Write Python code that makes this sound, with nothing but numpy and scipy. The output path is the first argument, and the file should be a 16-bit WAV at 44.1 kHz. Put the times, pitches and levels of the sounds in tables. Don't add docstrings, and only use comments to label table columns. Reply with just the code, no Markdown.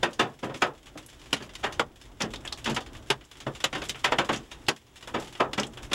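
import sys
import numpy as np
from scipy import signal
from scipy.fft import rfft, irfft, next_fast_len
from scipy.io import wavfile
from scipy.ndimage import uniform_filter1d, map_coordinates

SR = 44100
rng = np.random.default_rng(int(sys.argv[2]) if len(sys.argv) > 2 else 0)


def master_out(mix):
    frames = np.transpose(np.atleast_2d(mix))
    ceiling = np.clip(frames, -1, 1)
    pcm = np.round(ceiling * 32767).astype(np.int16)
    wavfile.write(sys.argv[1], SR, pcm)


N = 261954

# (time [s], rumble [dB], spray [dB])
ROAD_LEVELS = [(0, -54, -56.5), (0.85, -55.5, -56), (1.25, -54, -56), (1.9, -51.5, -59), (2.8, -49, -61),
               (3.4, -54.5, -58), (4.3, -49, -55), (4.85, -56.5, -59.5), (5.3, -52, -54), (5.94, -51, -60)]
# (frequency [Hz], density [dB per Hz])
RUMBLE_SPECTRUM = [(15, -3.5), (33, 10), (55, 12.5), (90, 5), (127, 9), (175, -5.5), (290, 3.5), (380, 1),
                   (420, -4), (1000, -9.5), (2000, -18), (4000, -60)]
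# (frequency [Hz], density [dB per Hz])
SPRAY_SPECTRUM = [(500, -0.5), (1400, 1), (3400, 3.5), (4400, -1), (7500, -3.5), (10500, -10.5),
                  (13000, -14.5), (16000, -33)]
# (time [s], strength [dB], hardness [dB], flex [dB], boom [Hz], ring length [factor], rise [s])
METAL_STONES = [(0.031, -11.5, -4, -8, 551, 0.72, 0.00046), (0.1959, -10, -4, -6, 310.4, 0.88, 0.0015),
                (0.431, -24.5, -8.5, 1.5, 542, 1, 0.002), (0.494, -30, -12, -2, 537, 0.89, .0009),
                (0.542, -38.5, 4, 5, 567, 0.69, 0.00097), (0.621, -6.5, -6.5, -12.5, 363, 0.78, 0.00083),
                (0.955, -36.5, -22, 0.5, 306, 0.9, .0008), (1.403, -36, -5, 4.5, 189, 1, .0008),
                (1.639, -19.5, -7, -13.5, 380, 0.78, 0.0032), (2.206, -25.5, 0, -6, 230, 0.75, 0.0014),
                (2.234, -33.5, -7, 6.5, 221, 0.83, .0008), (2.658, -29, 0.5, -4.5, 245, 0.94, 0.0013),
                (2.675, -26, -8, -1.5, 217, 0.75, 0.00071), (2.707, -37, -7, 11, 212, 0.65, 0.0009),
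                (2.764, -23.5, -2, -12, 119, 0.53, .0009), (3.466, -23.5, -11.5, -2.5, 131, 0.59, 0.00053),
                (3.728, -31, -1, -5.5, 147, 0.76, .0004), (3.75, -29.5, -2.5, -4.5, 311, 1, 0.00081),
                (3.818, -34.5, 1, -3.5, 570, 0.62, .0008), (4.044, -15.5, -0.5, -13.5, 270, 0.77, 0.00092),
                (4.121, -10.5, -8.5, -13, 488, 0.57, 0.00075), (4.1846, -11, -4.5, -10, 190, 0.75, 0.00033),
                (4.291, -14, -8, -5.5, 481, .6, 0.00055), (4.329, -31, 4.5, 3.5, 225.7, 0.91, .001),
                (5.074, -36, -7, -13, 563, 0.79, 0.0013), (5.143, -23.5, -9, -3.5, 483, 0.96, 0.0017),
                (5.404, -9, -15, -12.5, 378, 0.81, 0.0022), (5.579, -20.5, -3.5, -2, 207.6, 0.88, 0.0015),
                (5.916, -28.5, -3.5, -5, 273, 0.48, 0.0012)]
# (frequency [Hz], level [dB per band])
METAL_TONE = [(60, -36), (130, -19), (370, -10.5), (800, -13), (1400, -8), (2200, -14.5), (3300, 1),
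              (4300, -11.5), (7000, 1.5), (9000, -30.5), (11000, -21), (15000, -24)]
# (frequency [Hz], t60 [s])
METAL_RING = [(100, 0.35), (300, 0.34), (900, 0.26), (2000, 0.18), (5000, 0.14), (14000, 0.13)]
STEEL_MODES_HZ = [689, 932, 1322, 2053, 3060]
# (time [s], click [dB], fizz [dB])
CLEAR_PELLETS = [(0.131, -39, -34), (0.571, -53, -40), (0.868, -37, -43.5), (1.099, -49.5, -44.5),
                 (1.215, -45, -47), (1.258, -44, -50), (1.365, -28, -35), (1.424, -33, -36),
                 (1.492, -37, -46), (1.724, -34.5, -35.5), (2.014, -39.5, -39), (2.45, -29, -75),
                 (2.697, -28.5, -31), (2.746, -38, -30.5), (2.806, -38.5, -40.5), (2.862, -39.5, -46),
                 (2.951, -38, -52), (3.21, -38.5, -50), (3.354, -41, -52), (3.403, -34, -36.5),
                 (3.55, -36, -40.5), (3.603, -33.5, -38), (3.945, -31, -55), (4.246, -32, -34),
                 (4.515, -32.5, -38.5), (4.965, -42.5, -43), (5.026, -36.5, -43), (5.198, -45, -37),
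                 (5.273, -41, -46), (5.351, -35, -47), (5.773, -33, -50)]
# (time [s], level [dB], pitch [Hz])
ICE_CHIPS = [(1.0623, -34.5, 10700), (2.2193, -22.5, 5200), (2.359, -35.5, 3700), (2.452, -40, 7260),
             (2.476, -32, 3400), (2.5251, -26, 4200), (3.2503, -46, 7050), (3.8875, -36, 7260),
             (4.343, -35, 6500), (4.361, -32.5, 5770), (4.374, -38, 6200), (4.6665, -44, 3800),
             (5.5983, -23, 5550), (5.6326, -26, 3210), (5.648, -47, 6370), (5.668, -38.5, 7800)]
# (time [s], strength [dB], hardness [dB], flex [dB], boom [Hz])
GLASS_STONES = [(1.3297, -16, 6, -1.5, 278), (1.552, -43.5, 13.5, -6, 330), (1.796, -6, -4.5, -8, 484),
                (2.336, -35, 5.5, 0, 308), (2.522, -33, -5, -17, 343), (2.644, -49, 17.5, -1, 248),
                (3.1027, -11, 2.5, -3.5, 409), (3.641, -20.5, 7, -6.5, 536), (3.894, -43, 19.5, 11, 526),
                (4.685, -13, 4.5, -1.5, 397), (5.532, -28, 6.5, -2, 287), (5.932, -24, 8, -6, 226)]
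# (frequency [Hz], level [dB per band])
GLASS_TONE = [(60, -39.5), (130, -21.5), (370, -13.5), (800, -12), (1400, -10.5), (2200, -18), (3300, -1),
              (4300, -12.5), (7000, -3.5), (9000, -24.5), (11000, -18.5), (15000, -24)]
# (frequency [Hz], t60 [s])
GLASS_RING = [(100, 0.19), (300, 0.13), (900, 0.11), (3000, 0.076), (7000, 0.074), (14000, .05)]
GLASS_MODES_HZ = [1300, 3800]
# (centre [Hz], width [Hz], gain [dB])
CABIN_MODES = [(134, 25, 6.5), (223.7, 6.1, 4.5), (341.6, 26, 5), (970, 34, 1.5), (1913, 156, 5),
               (2860, 260, 2.5)]
# (frequency [Hz], gain [dB])
MIC_RESPONSE = [(2400, 0), (3550, 2), (4100, -3.5), (4700, -3), (5300, 0), (6200, -1), (7700, 1),
                (9000, -4), (10300, 1), (12000, -2), (16000, -4)]

BANDS_HZ = np.geomspace(60, 15360, 17)
LEAD_S = 0.01
FIZZ_DB, FIZZ_DB_PER_HARDNESS_DB = -8.5, 1.43
HARDNESS_DB_PER_OCTAVE = 5.5
PING_SCATTER = 0.0578
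STEEL_PATCHY_DB, GLASS_PATCHY_DB = 2, 2.5
EARLY_COPY_DB = -23
PELLET_RING = 1.65
STRAY_DB, STRAY_SPREAD_DB, STRAY_FIZZ_DB = 5.5, -4, -1
CEILING_DB, ATTACK_S, RECOVERY_DB_PER_S = -18, 0.0031, 14.5
LIMIT_DB, LIMIT_ATTACK_S, LIMIT_RECOVERY_DB_PER_S = -17, 0.00031, 700
HISS_DB = -74.5
WHISTLE_HZ, WHISTLE_DB = 15734, -84
TOP_HZ = 15900


def amp(db):
    return 10 ** (np.asarray(db) / 20)


def unit(x):
    return x / np.sqrt(np.mean(x ** 2, axis=-1, keepdims=True) + 1e-20)


def along(points, hz):
    f, values = np.transpose(points)
    return np.interp(np.log(hz + 1), np.log(f + 1), values)


def curves(rows):
    times_s, *columns = np.transpose(rows)
    return [np.interp(np.arange(N) / SR, times_s, c) for c in columns]


def decay(t, t60_s):
    return np.exp(-np.log(1000) * t / t60_s)


def filtered(x, response):
    size = next_fast_len(N + SR // 2)
    spectrum = rfft(x, size) * response(np.fft.rfftfreq(size, 1 / SR))
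    return irfft(spectrum, size)[:N]


def add(track, s, sound):
    part = track[max(0, round(s * SR)):][:len(sound)]
    part += sound[:len(part)]


def wobble(rate_hz):
    knots = rng.standard_normal(int(N * rate_hz / SR) + 4)
    return map_coordinates(knots, [np.arange(N) * rate_hz / SR])


def rush(spectrum):
    return unit(filtered(rng.standard_normal(N), lambda hz: amp(along(spectrum, hz))))


def road(rumble_db=3.0, hiss_db=-3, patter_db=4.0):
    rumble_level_db, spray_level_db = curves(ROAD_LEVELS)
    bumps_db = 2.2 * wobble(rate_hz=10)
    low = amp(rumble_level_db + rumble_db + bumps_db) * rush(RUMBLE_SPECTRUM)
    wash = amp(hiss_db) * rush(SPRAY_SPECTRUM) + amp(patter_db) * patter()
    return low + amp(spray_level_db) * wash


def patter(spread_db=9.5, t60_s=0.12, snap=0.38, count=400, size=3072):
    track, t = np.zeros(N), np.arange(size) / SR
    times_s = rng.uniform(0, N / SR, count)
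    sizes = np.clip(rng.standard_normal(count), -2, 2)
    shape = decay(t, t60_s) + snap * decay(t, 0.0042)
    for s, z, grain in zip(times_s, sizes, rng.standard_normal((count, size))):
        add(track, s, amp(spread_db * z) * shape * grain)
    return unit(filtered(track, lambda hz: amp(along(SPRAY_SPECTRUM, hz))))


def band_split(size):
    pitch = np.log(np.fft.rfftfreq(size, 1 / SR) + 1)
    edges = np.log(np.r_[BANDS_HZ[0] / 2, BANDS_HZ])
    return np.sqrt([np.interp(pitch, edges, row) for row in np.eye(len(edges))[1:]])


def blow(split, colour, tone, t60_s, rise_s, lag_s, patchy_db, snap, count=130):
    size = 2 * split.shape[1] - 2
    place = count * np.sqrt(np.linspace(0, 1, split.shape[1]))
    group_db = patchy_db * np.interp(place, np.arange(count), rng.standard_normal(count))
    modes = irfft(split * amp(group_db) * rfft(rng.standard_normal(size)))
    slow = np.sqrt(1000 / BANDS_HZ)[:, None]
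    age = np.arange(size) / SR - LEAD_S - lag_s * slow
    since = np.maximum(age, 0)
    shape = (1 + np.tanh(age / (2 * rise_s))) * decay(since, t60_s[:, None])
    shape /= shape.max(axis=1, keepdims=True)
    shape *= 1 + snap / slow * np.exp(-since / 0.00047)
    level = amp(along(colour, BANDS_HZ) + along(tone, BANDS_HZ))
    strength = level * np.sqrt(np.mean(shape ** 2, axis=1))
    return strength @ unit(modes * shape)


def stone(strength, hardness, flex):
    fizz = strength + FIZZ_DB + FIZZ_DB_PER_HARDNESS_DB * hardness
    return [(280, strength + flex), (800, strength), (2600, strength + hardness), (5500, fizz)]


def ping(modes_hz, reach_hz, hardness):
    octaves = np.log2(np.array(modes_hz) / reach_hz) - hardness / HARDNESS_DB_PER_OCTAVE
    return modes_hz[np.argmin(abs(octaves))] * np.exp(PING_SCATTER * rng.standard_normal())


def mode(hz, t60_s, attack_s):
    t = np.arange(SR // 3) / SR
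    tone = np.sin(2 * np.pi * (hz * t + rng.random()))
    return tone * decay(t, t60_s) * (1 - np.exp(-t / attack_s))


def bodywork(boom_db=-4.0, ping_db=-7, reach_hz=2600, lag_s=0.001):
    track, split = np.zeros(N), band_split(size=16384)
    for s, strength, hardness, flex, boom_hz, ring, rise_s in METAL_STONES:
        colour = stone(strength, hardness, flex)
        knock = blow(split, colour, METAL_TONE, ring * along(METAL_RING, BANDS_HZ), rise_s, lag_s,
                     patchy_db=STEEL_PATCHY_DB, snap=0.043)
        add(track, s - LEAD_S, knock)
        ping_hz = ping(STEEL_MODES_HZ, reach_hz, hardness)
        for hz, share_db in (boom_hz, boom_db), (ping_hz, ping_db):
            tone = mode(hz, 0.64 * ring * along(METAL_RING, hz), attack_s=0.0012)
            add(track, s, amp(along(colour, hz) + share_db) * tone)
    return filtered(track, lambda hz: 1 + amp(EARLY_COPY_DB) * np.exp(2j * np.pi * hz * 0.0039))


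def pellets(gain_db=-3, knock_db=-7, thump_db=-11, rise_s=0.00016, lag_s=0.00022):
    track, split = np.zeros(N), band_split(size=6144)
    t60_s = PELLET_RING * along(GLASS_RING, BANDS_HZ)
    for s, click, fizz in list(CLEAR_PELLETS) + strays():
        colour = [(280, click + thump_db), (800, click + knock_db), (2600, click), (5500, fizz)]
        hit = blow(split, colour, GLASS_TONE, t60_s, rise_s, lag_s,
                   patchy_db=GLASS_PATCHY_DB, snap=0.06)
        add(track, s - LEAD_S, hit)
    return amp(gain_db) * track


def strays(count=40):
    chance = rng.random((count, 2))
    when = (np.arange(count) + chance[:, 0]) / count
    spray_db = curves(ROAD_LEVELS)[1][(when * N).astype(int)]
    click = spray_db + STRAY_DB + STRAY_SPREAD_DB * (2 * chance[:, 1] - 1)
    return list(zip(when * N / SR, click, click + STRAY_FIZZ_DB))


def chips(gain_db=1, t60_s=0.035, sharpness=4.0, soft_hz=8500, echo_db=-16, echo_t60_s=0.19, size=2048):
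    track, t = np.zeros(N), np.arange(size) / SR
    f = np.fft.rfftfreq(size, 1 / SR) + 1
    shape = decay(t, t60_s) + amp(echo_db) * decay(t, echo_t60_s)
    for s, db, hz in ICE_CHIPS:
        resonance = 1 / (1 + 1j * sharpness * (f / hz - hz / f))
        ring = irfft(rfft(rng.standard_normal(size)) * resonance)
        add(track, s, amp(db + gain_db) * unit(ring) * shape)
    return filtered(track, lambda hz: 1 / np.sqrt(1 + (hz / soft_hz) ** 6))


def windshield(gain_db=-2, boom_db=-4, ping_db=-5, reach_hz=1800, rise_s=0.00057, lag_s=0.00028):
    track, split = np.zeros(N), band_split(size=8192)
    for s, strength, hardness, flex, boom_hz in GLASS_STONES:
        colour = stone(strength, hardness, flex)
        crack = blow(split, colour, GLASS_TONE, along(GLASS_RING, BANDS_HZ), rise_s, lag_s,
                     patchy_db=GLASS_PATCHY_DB, snap=0.02)
        add(track, s - LEAD_S, crack)
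        ping_hz = ping(GLASS_MODES_HZ, reach_hz, hardness)
        for hz, share_db in (boom_hz, boom_db), (ping_hz, ping_db):
            tone = mode(hz, 0.95 * along(GLASS_RING, hz), attack_s=0.00069)
            add(track, s, amp(along(colour, hz) + share_db) * tone)
    return amp(gain_db) * track


def cabin(hz):
    return 1 + sum((amp(db) - 1) * 1j * hz * width / (centre ** 2 - hz ** 2 + 1j * hz * width)
                   for centre, width, db in CABIN_MODES)


def gain_control(x, ceiling_db, attack_s, recovery_db_per_s, size=176):
    level_db = 10 * np.log10(abs(uniform_filter1d(x ** 2, size)) + 1e-12)
    recovered_db = recovery_db_per_s * np.arange(N) / SR
    excess_db = np.maximum(level_db - ceiling_db, 0)
    cut_db = np.maximum.accumulate(excess_db + recovered_db) - recovered_db
    keep = np.exp(-1 / (attack_s * SR))
    return x * amp(-signal.lfilter([1 - keep], [1, -keep], cut_db))


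def scene():
    blows = windshield() + bodywork() + pellets()
    return (filtered(blows, cabin) + chips() + road())[None]


def record(dry):
    heard = filtered(dry[0], lambda hz: amp(along(MIC_RESPONSE, hz)))
    ducked = gain_control(heard, CEILING_DB, ATTACK_S, RECOVERY_DB_PER_S)
    limited = gain_control(ducked, LIMIT_DB, LIMIT_ATTACK_S, LIMIT_RECOVERY_DB_PER_S)
    rounded = limited / (1 + (limited / 0.36) ** 4) ** (1 / 4)
    whistle = np.sqrt(2) * np.sin(2 * np.pi * WHISTLE_HZ * np.arange(N) / SR)
    own_noise = amp(HISS_DB) * rng.standard_normal(N) + amp(WHISTLE_DB) * whistle
    return filtered(rounded + own_noise, lambda hz: hz < TOP_HZ)[None]


dry = scene()
out = record(dry)
master_out(out)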